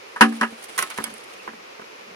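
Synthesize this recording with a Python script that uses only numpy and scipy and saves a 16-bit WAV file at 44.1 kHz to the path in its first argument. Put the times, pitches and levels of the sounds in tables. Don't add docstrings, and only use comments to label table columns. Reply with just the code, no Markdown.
import sys
import numpy as np
from scipy.fft import rfft, irfft, next_fast_len
from scipy.io import wavfile
from scipy.ndimage import map_coordinates

SR = 44100
rng = np.random.default_rng(int(sys.argv[2]) if len(sys.argv) > 2 else 0)


def generate_wav(signal):
    frames = np.transpose(np.atleast_2d(signal))
    scaled = np.clip(frames, -1, 1) * 32767
    pcm = np.round(scaled).astype(np.int16)
    wavfile.write(sys.argv[1], SR, pcm)


N = 94815
TIME = np.arange(N) / SR
SPLIT = np.array([[.5], [-.5]])
SCATTER_RAD = 0.56
# f/Hz, density/dB
THUD = [(25, -62), (70, -17), (140, -16.5), (195, 2.5), (260, -15), (380, 5), (600, -8.5), (1500, -34)]
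THUD_T60_S = 0.058


def amp(db):
    return 10 ** (np.asarray(db) / 20)


def unit(x):
    return x / np.sqrt(np.mean(x ** 2) + 1e-20)


def along(points, hz):
    f, v = np.transpose(points)
    return np.interp(np.log(hz + 1), np.log(f + 1), v)


def wobble(rate):
    return map_coordinates(rng.standard_normal(int(N * rate / SR) + 4), [TIME * rate])


def filtered(x, response):
    size = next_fast_len(N + 8192)
    return irfft(rfft(x, size) * response(np.fft.rfftfreq(size, 1 / SR)), size)[..., :N]


def soften(x, cut_hz):
    return filtered(x, lambda hz: 1 / (1 + 1j * np.sqrt(2) * hz / cut_hz - (hz / cut_hz) ** 2))


def noise(spectrum, likeness=None):
    # f/Hz, left-right likeness
    close_likeness = [(300, 1), (600, 0.68), (1100, 0.25), (1800, 0.62), (3000, 0.12), (6000, 0.098)]

    def response(hz):
        width = np.arccos(np.clip(along(likeness or close_likeness, hz), -1, 1)) / 2
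        return amp(along(spectrum, hz)) * np.array([np.cos(width), np.sin(width)])
    mid, side = filtered(rng.standard_normal((2, N)), response)
    return unit(np.array([mid + side, mid - side]))


def pan(balance, hz):
    gains = amp(along(balance, hz) * SPLIT)
    return gains / np.sqrt(np.mean(gains ** 2, axis=0))


def envelope(t, attack, hold, t60):
    t = np.maximum(t, 0)
    return (1 - np.exp(-t / attack)) * np.exp(-np.log(1000) * np.maximum(t - hold, 0) / t60)


def ring(modes, start, attack, hold, length=1, scatter=0):
    out, first = np.zeros((2, N + SR)), int(start * SR)
    t = TIME[:SR // 2]
    for hz, db, t60 in modes:
        phase = rng.uniform(0, 2 * np.pi) + scatter * rng.standard_normal() * SPLIT
        tone = amp(db) * np.sin(2 * np.pi * hz * t + phase)
        out[:, first:first + len(t)] += tone * envelope(t, attack, hold, t60 * length)
    return out[:, :N] / np.sqrt(sum(amp(db) ** 2 for _, db, _ in modes) / 2)


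def air():
    # f/Hz, density/dB
    colour = [(30, -45), (70, -23), (130, -18), (200, -19), (290, -8.5), (400, 0.5), (480, 1.5), (700, -3),
              (1200, -3), (1600, -7), (2400, -3.5), (3500, -12.5), (5000, -13.5), (6500, -18), (8000, -29),
              (12000, -28), (16000, -43)]
    # f/Hz, left-right likeness
    likeness = [(60, 1), (130, 0.66), (290, 1), (640, -0.7), (1400, -0.26), (6800, 0.073)]
    # f/Hz, left minus right/dB
    balance = [(200, 2.5), (380, -9.5), (700, 0.5), (1300, 3), (2400, -2), (8000, 3)]
    hiss = filtered(noise(colour, likeness), lambda hz: pan(balance, hz))
    return amp(-42.5 + .6 * wobble(24.83)) * hiss


def rustle():
    # t/s, level/dB
    swell = [(0, -57.5), (.2, -54.5), (.35, -43.5), (.52, -50), (.66, -43.5), (.76, -40.5), (.87, -40),
             (.96, -40), (1.08, -41), (1.2, -51), (1.45, -52), (1.65, -62), (2.15, -62.5)]
    # f/Hz, density/dB
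    colour = [(50, -40), (200, -6), (500, 0.5), (1500, 0), (3000, -0.5), (7000, -9.5), (10000, -5),
              (13000, -20), (16000, -23)]
    texture = unit(noise(colour) * amp(2.6 * wobble(60.54) + 1.8 * wobble(700)))
    return amp(np.interp(TIME, *np.transpose(swell))) * texture


def rumble():
    # t/s, level/dB
    swell = [(0, -81), (.4, -64), (.52, -65), (.66, -72), (.95, -79), (1.11, -44), (1.22, -76),
             (1.5, -58.5), (1.62, -58.5), (1.75, -67.5), (1.9, -73.5), (2.14, -52)]
    # f/Hz, density/dB
    colour = [(25, -32), (70, -26), (130, -23), (190, -1.5), (230, -3), (300, -24), (450, -7), (800, -33),
              (3000, -70)]
    level_db = np.interp(TIME, *np.transpose(swell)) + 2.9 * wobble(34.4)
    return amp(level_db) * noise(colour)


def bucket():
    # t/s, wall/dB, boom/dB, thud/dB, crack/dB, chatter/s, share of the free ring, wall cut-off/Hz
    knocks = [(0.161, -27, -57, -64, -44.5, .003, 0.96, 1900),
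              (.209, -5.5, -13, -21, -14, 0.018, 0.91, 8000), (.322, -35, -60, -57, -66, .004, 0.47, 2480),
              (.411, -17.5, -23.5, -48, -27, .02, 0.53, 2550),
              (.430, -19, -31, -57, -37, 0.0092, 0.96, 2450),
              (0.52, -60, -37.5, -42.5, -64, 0.0052, 0.29, 1500),
              (.985, -23, -38, -31.5, -38, 0.0019, 0.48, 5850),
              (1.000, -31, -34.5, -34, -61, 0.0089, 0.48, 1800),
              (1.057, -40.5, -46, -51, -61, 0.026, .7, 5000),
              (1.476, -25.5, -39, -38.5, -52, 0.0032, 0.49, 1440),
              (1.489, -36, -47, -62, -58, 0.0031, 0.55, 3000),
              (1.533, -40.5, -44.5, -50, -60, .008, 0.14, 1300),
              (1.795, -29, -48.5, -42.5, -63, 0.0034, 0.27, 1040),
              (1.815, -38.5, -51.5, -52, -50, 0.009, 0.37, 1500)]
    # f/Hz, level/dB, free t60/s
    boom_modes = [(227.3, 0, .46), (288, -7.5, .4), (384.2, -12, 0.34), (490.8, -18, 0.27),
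                  (551, -25, 0.22), (767, -8, .21)]
    # f/Hz, level/dB, free t60/s
    wall_modes = [(958, -3, .07), (982, 2, .07), (1127, -7, .14), (1246, -5, .15), (1303, -4, .11),
                  (1491, -1, .08), (1637, -4, .12), (1701, -3, .15), (1766, -3, .12), (1915, -5, .11),
                  (2165, -16, .11), (2602, -19, .12), (2740, -8, .07), (2934, -14, .1)]
    # f/Hz, density/dB
    plastic_colour = [(100, -45), (250, -18), (450, -9.5), (620, -11.5), (800, -10), (1000, -2.5),
                      (1750, -3.5), (2250, -10.5), (2900, -7), (3700, -25), (7000, -45), (14000, -52)]
    # f/Hz, density/dB
    crack_colour = [(400, -36), (1500, 9), (3000, 2), (5000, 4.5), (7500, -4.5), (9700, 5), (12000, -11),
                    (16000, -27)]
    wall_attack_s, handle_rests_s, damping_db_per_s = 0.00047, 0.4335, 126
    plastic, dull, bright = noise(plastic_colour), noise(THUD), noise(crack_colour)
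    choke = amp(-damping_db_per_s * np.maximum(TIME - handle_rests_s, 0))
    out = np.zeros((2, N))
    for start, wall_db, boom_db, thud_db, crack_db, chatter, length, cut_hz in knocks:
        t = TIME - start
        wall = amp(1.5) * ring(wall_modes, start, wall_attack_s, chatter / 2, length, SCATTER_RAD)
        wall += amp(-5) * plastic * envelope(t, wall_attack_s, chatter, t60=0.12 * length)
        boom = ring(boom_modes, start, attack=0.0041, hold=chatter, length=length)
        if start < handle_rests_s:
            boom *= choke
        thud = dull * envelope(t, wall_attack_s, chatter, THUD_T60_S)
        crack = bright * envelope(t, attack=0.0001, hold=0.1 * chatter, t60=0.13 * length)
        out += amp(wall_db) * soften(wall, cut_hz) + amp(boom_db) * boom
        out += amp(thud_db) * thud + amp(crack_db) * crack
    return out


def wire():
    # t/s, level/dB
    clicks = [(0.627, -44.5), (0.763, -45), (1.040, -22), (1.139, -41), (1.18, -45), (1.240, -46.5),
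              (1.336, -51)]
    # f/Hz, level/dB, t60/s
    modes = [(2200, -12, 0.15), (3310, -11, 0.08), (4910, -10, 0.042), (8640, -6, 0.019),
             (10170, 5.5, 0.0089), (12270, -20, .025)]
    # f/Hz, density/dB
    snap_colour = [(300, -4), (1200, 0.5), (3000, 0), (7000, -4), (9700, 8.5), (12000, -3.5), (15500, -17)]
    hold_s = 0.0012
    bright = amp(3) * noise(snap_colour)
    out = np.zeros((2, N))
    for start, db in clicks:
        ping = amp(5) * ring(modes, start, attack=0.00038, hold=hold_s, scatter=SCATTER_RAD)
        snap = bright * envelope(TIME - start, attack=0.0004, hold=hold_s, t60=0.026)
        out += amp(db) * (ping + snap)
    return out


def gravel():
    # t/s, stones/dB, grit/dB, hold/s, t60/s
    crunches = [(0.638, -46, -37.5, 0.0058, 0.051), (0.7776, -24.5, -19.5, 0.0019, 0.056),
                (0.787, -24, -24.5, 0.0052, 0.022), (0.794, -31, -36.5, 0.03, 0.14),
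                (.8235, -38, -19.5, 0.0024, 0.02), (0.832, -33, -50, .003, 0.064),
                (0.9, -34.5, -35, 0.0046, 0.032), (0.908, -35.5, -54, 0.016, 0.056),
                (0.975, -27, -30, 0.0026, 0.042)]
    # f/Hz, density/dB
    stone_colour = [(40, -40), (150, -23), (500, -14.5), (1100, 3), (1500, -2), (2000, 1), (2600, -1),
                    (4500, -9.5), (8000, -39), (15000, -52)]
    # f/Hz, density/dB
    grit_colour = [(100, -50), (1500, -17), (3500, -11.5), (6300, -2.5), (7800, -7), (9700, 2.5),
                   (12000, -6), (15500, -18)]
    clumps = unit(amp(1.3 * wobble(900)))
    stones, grit = noise(stone_colour) * clumps, noise(grit_colour) * clumps
    out = np.zeros((2, N))
    for start, stones_db, grit_db, hold, t60 in crunches:
        grind = amp(stones_db) * stones + amp(grit_db) * grit
        out += grind * envelope(TIME - start, attack=0.0013, hold=hold, t60=t60)
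    return out


def tool():
    # t/s, clack/dB, thud/dB
    landings = [(.780, -24, -37.5), (0.787, -20, -39), (0.825, -23.5, -37.5), (0.908, -37.5, -55)]
    # f/Hz, level/dB, t60/s
    modes = [(1073, 2.5, 0.09), (1303, -1.5, 0.13), (1465, 3.5, 0.025), (1563, -7, 0.14), (1786, -7, 0.053),
             (1940, 4, 0.03), (2080, -1, 0.055), (2830, -7, 0.039)]
    dull = noise(THUD)
    out = np.zeros((2, N))
    for start, clack_db, thud_db in landings:
        clack = ring(modes, start, attack=0.00072, hold=0.0052, scatter=SCATTER_RAD)
        thud = dull * envelope(TIME - start, attack=0.00083, hold=0.011, t60=THUD_T60_S)
        out += amp(clack_db) * clack + amp(thud_db) * thud
    return out


def squeak():
    # f/Hz, density/dB
    colour = [(1500, -60), (2350, -14), (2620, 0), (2950, -18), (4500, -60)]
    peak_s, width_s = 1.403, 0.0075
    return amp(-43) * noise(colour) * np.exp(-((TIME - peak_s) / width_s) ** 2)


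def scene():
    # f/Hz, left minus right/dB
    balance = [(250, 0), (500, -4.5), (1000, 1), (1800, -3.5), (3000, -0.5), (6000, -3), (8000, -9.5),
               (10000, -16), (14000, -5)]
    # f/Hz, lead of the left/rad
    lead = [(200, 0), (400, -1.7), (720, 0.5), (1050, 1.08), (1700, 1.24), (2700, 2.5), (5000, 4)]
    close = bucket() + rumble() + tool() + gravel() + wire() + rustle()
    placed = filtered(close, lambda hz: pan(balance, hz) * np.exp(1j * along(lead, hz) * SPLIT))
    return placed + squeak() + air()


def record(dry):
    top_hz = 16200
    clipped = dry / (1 + np.abs(dry) ** 8) ** (1 / 8)
    return filtered(clipped, lambda hz: hz < top_hz)


dry = scene()
out = record(dry)
generate_wav(out)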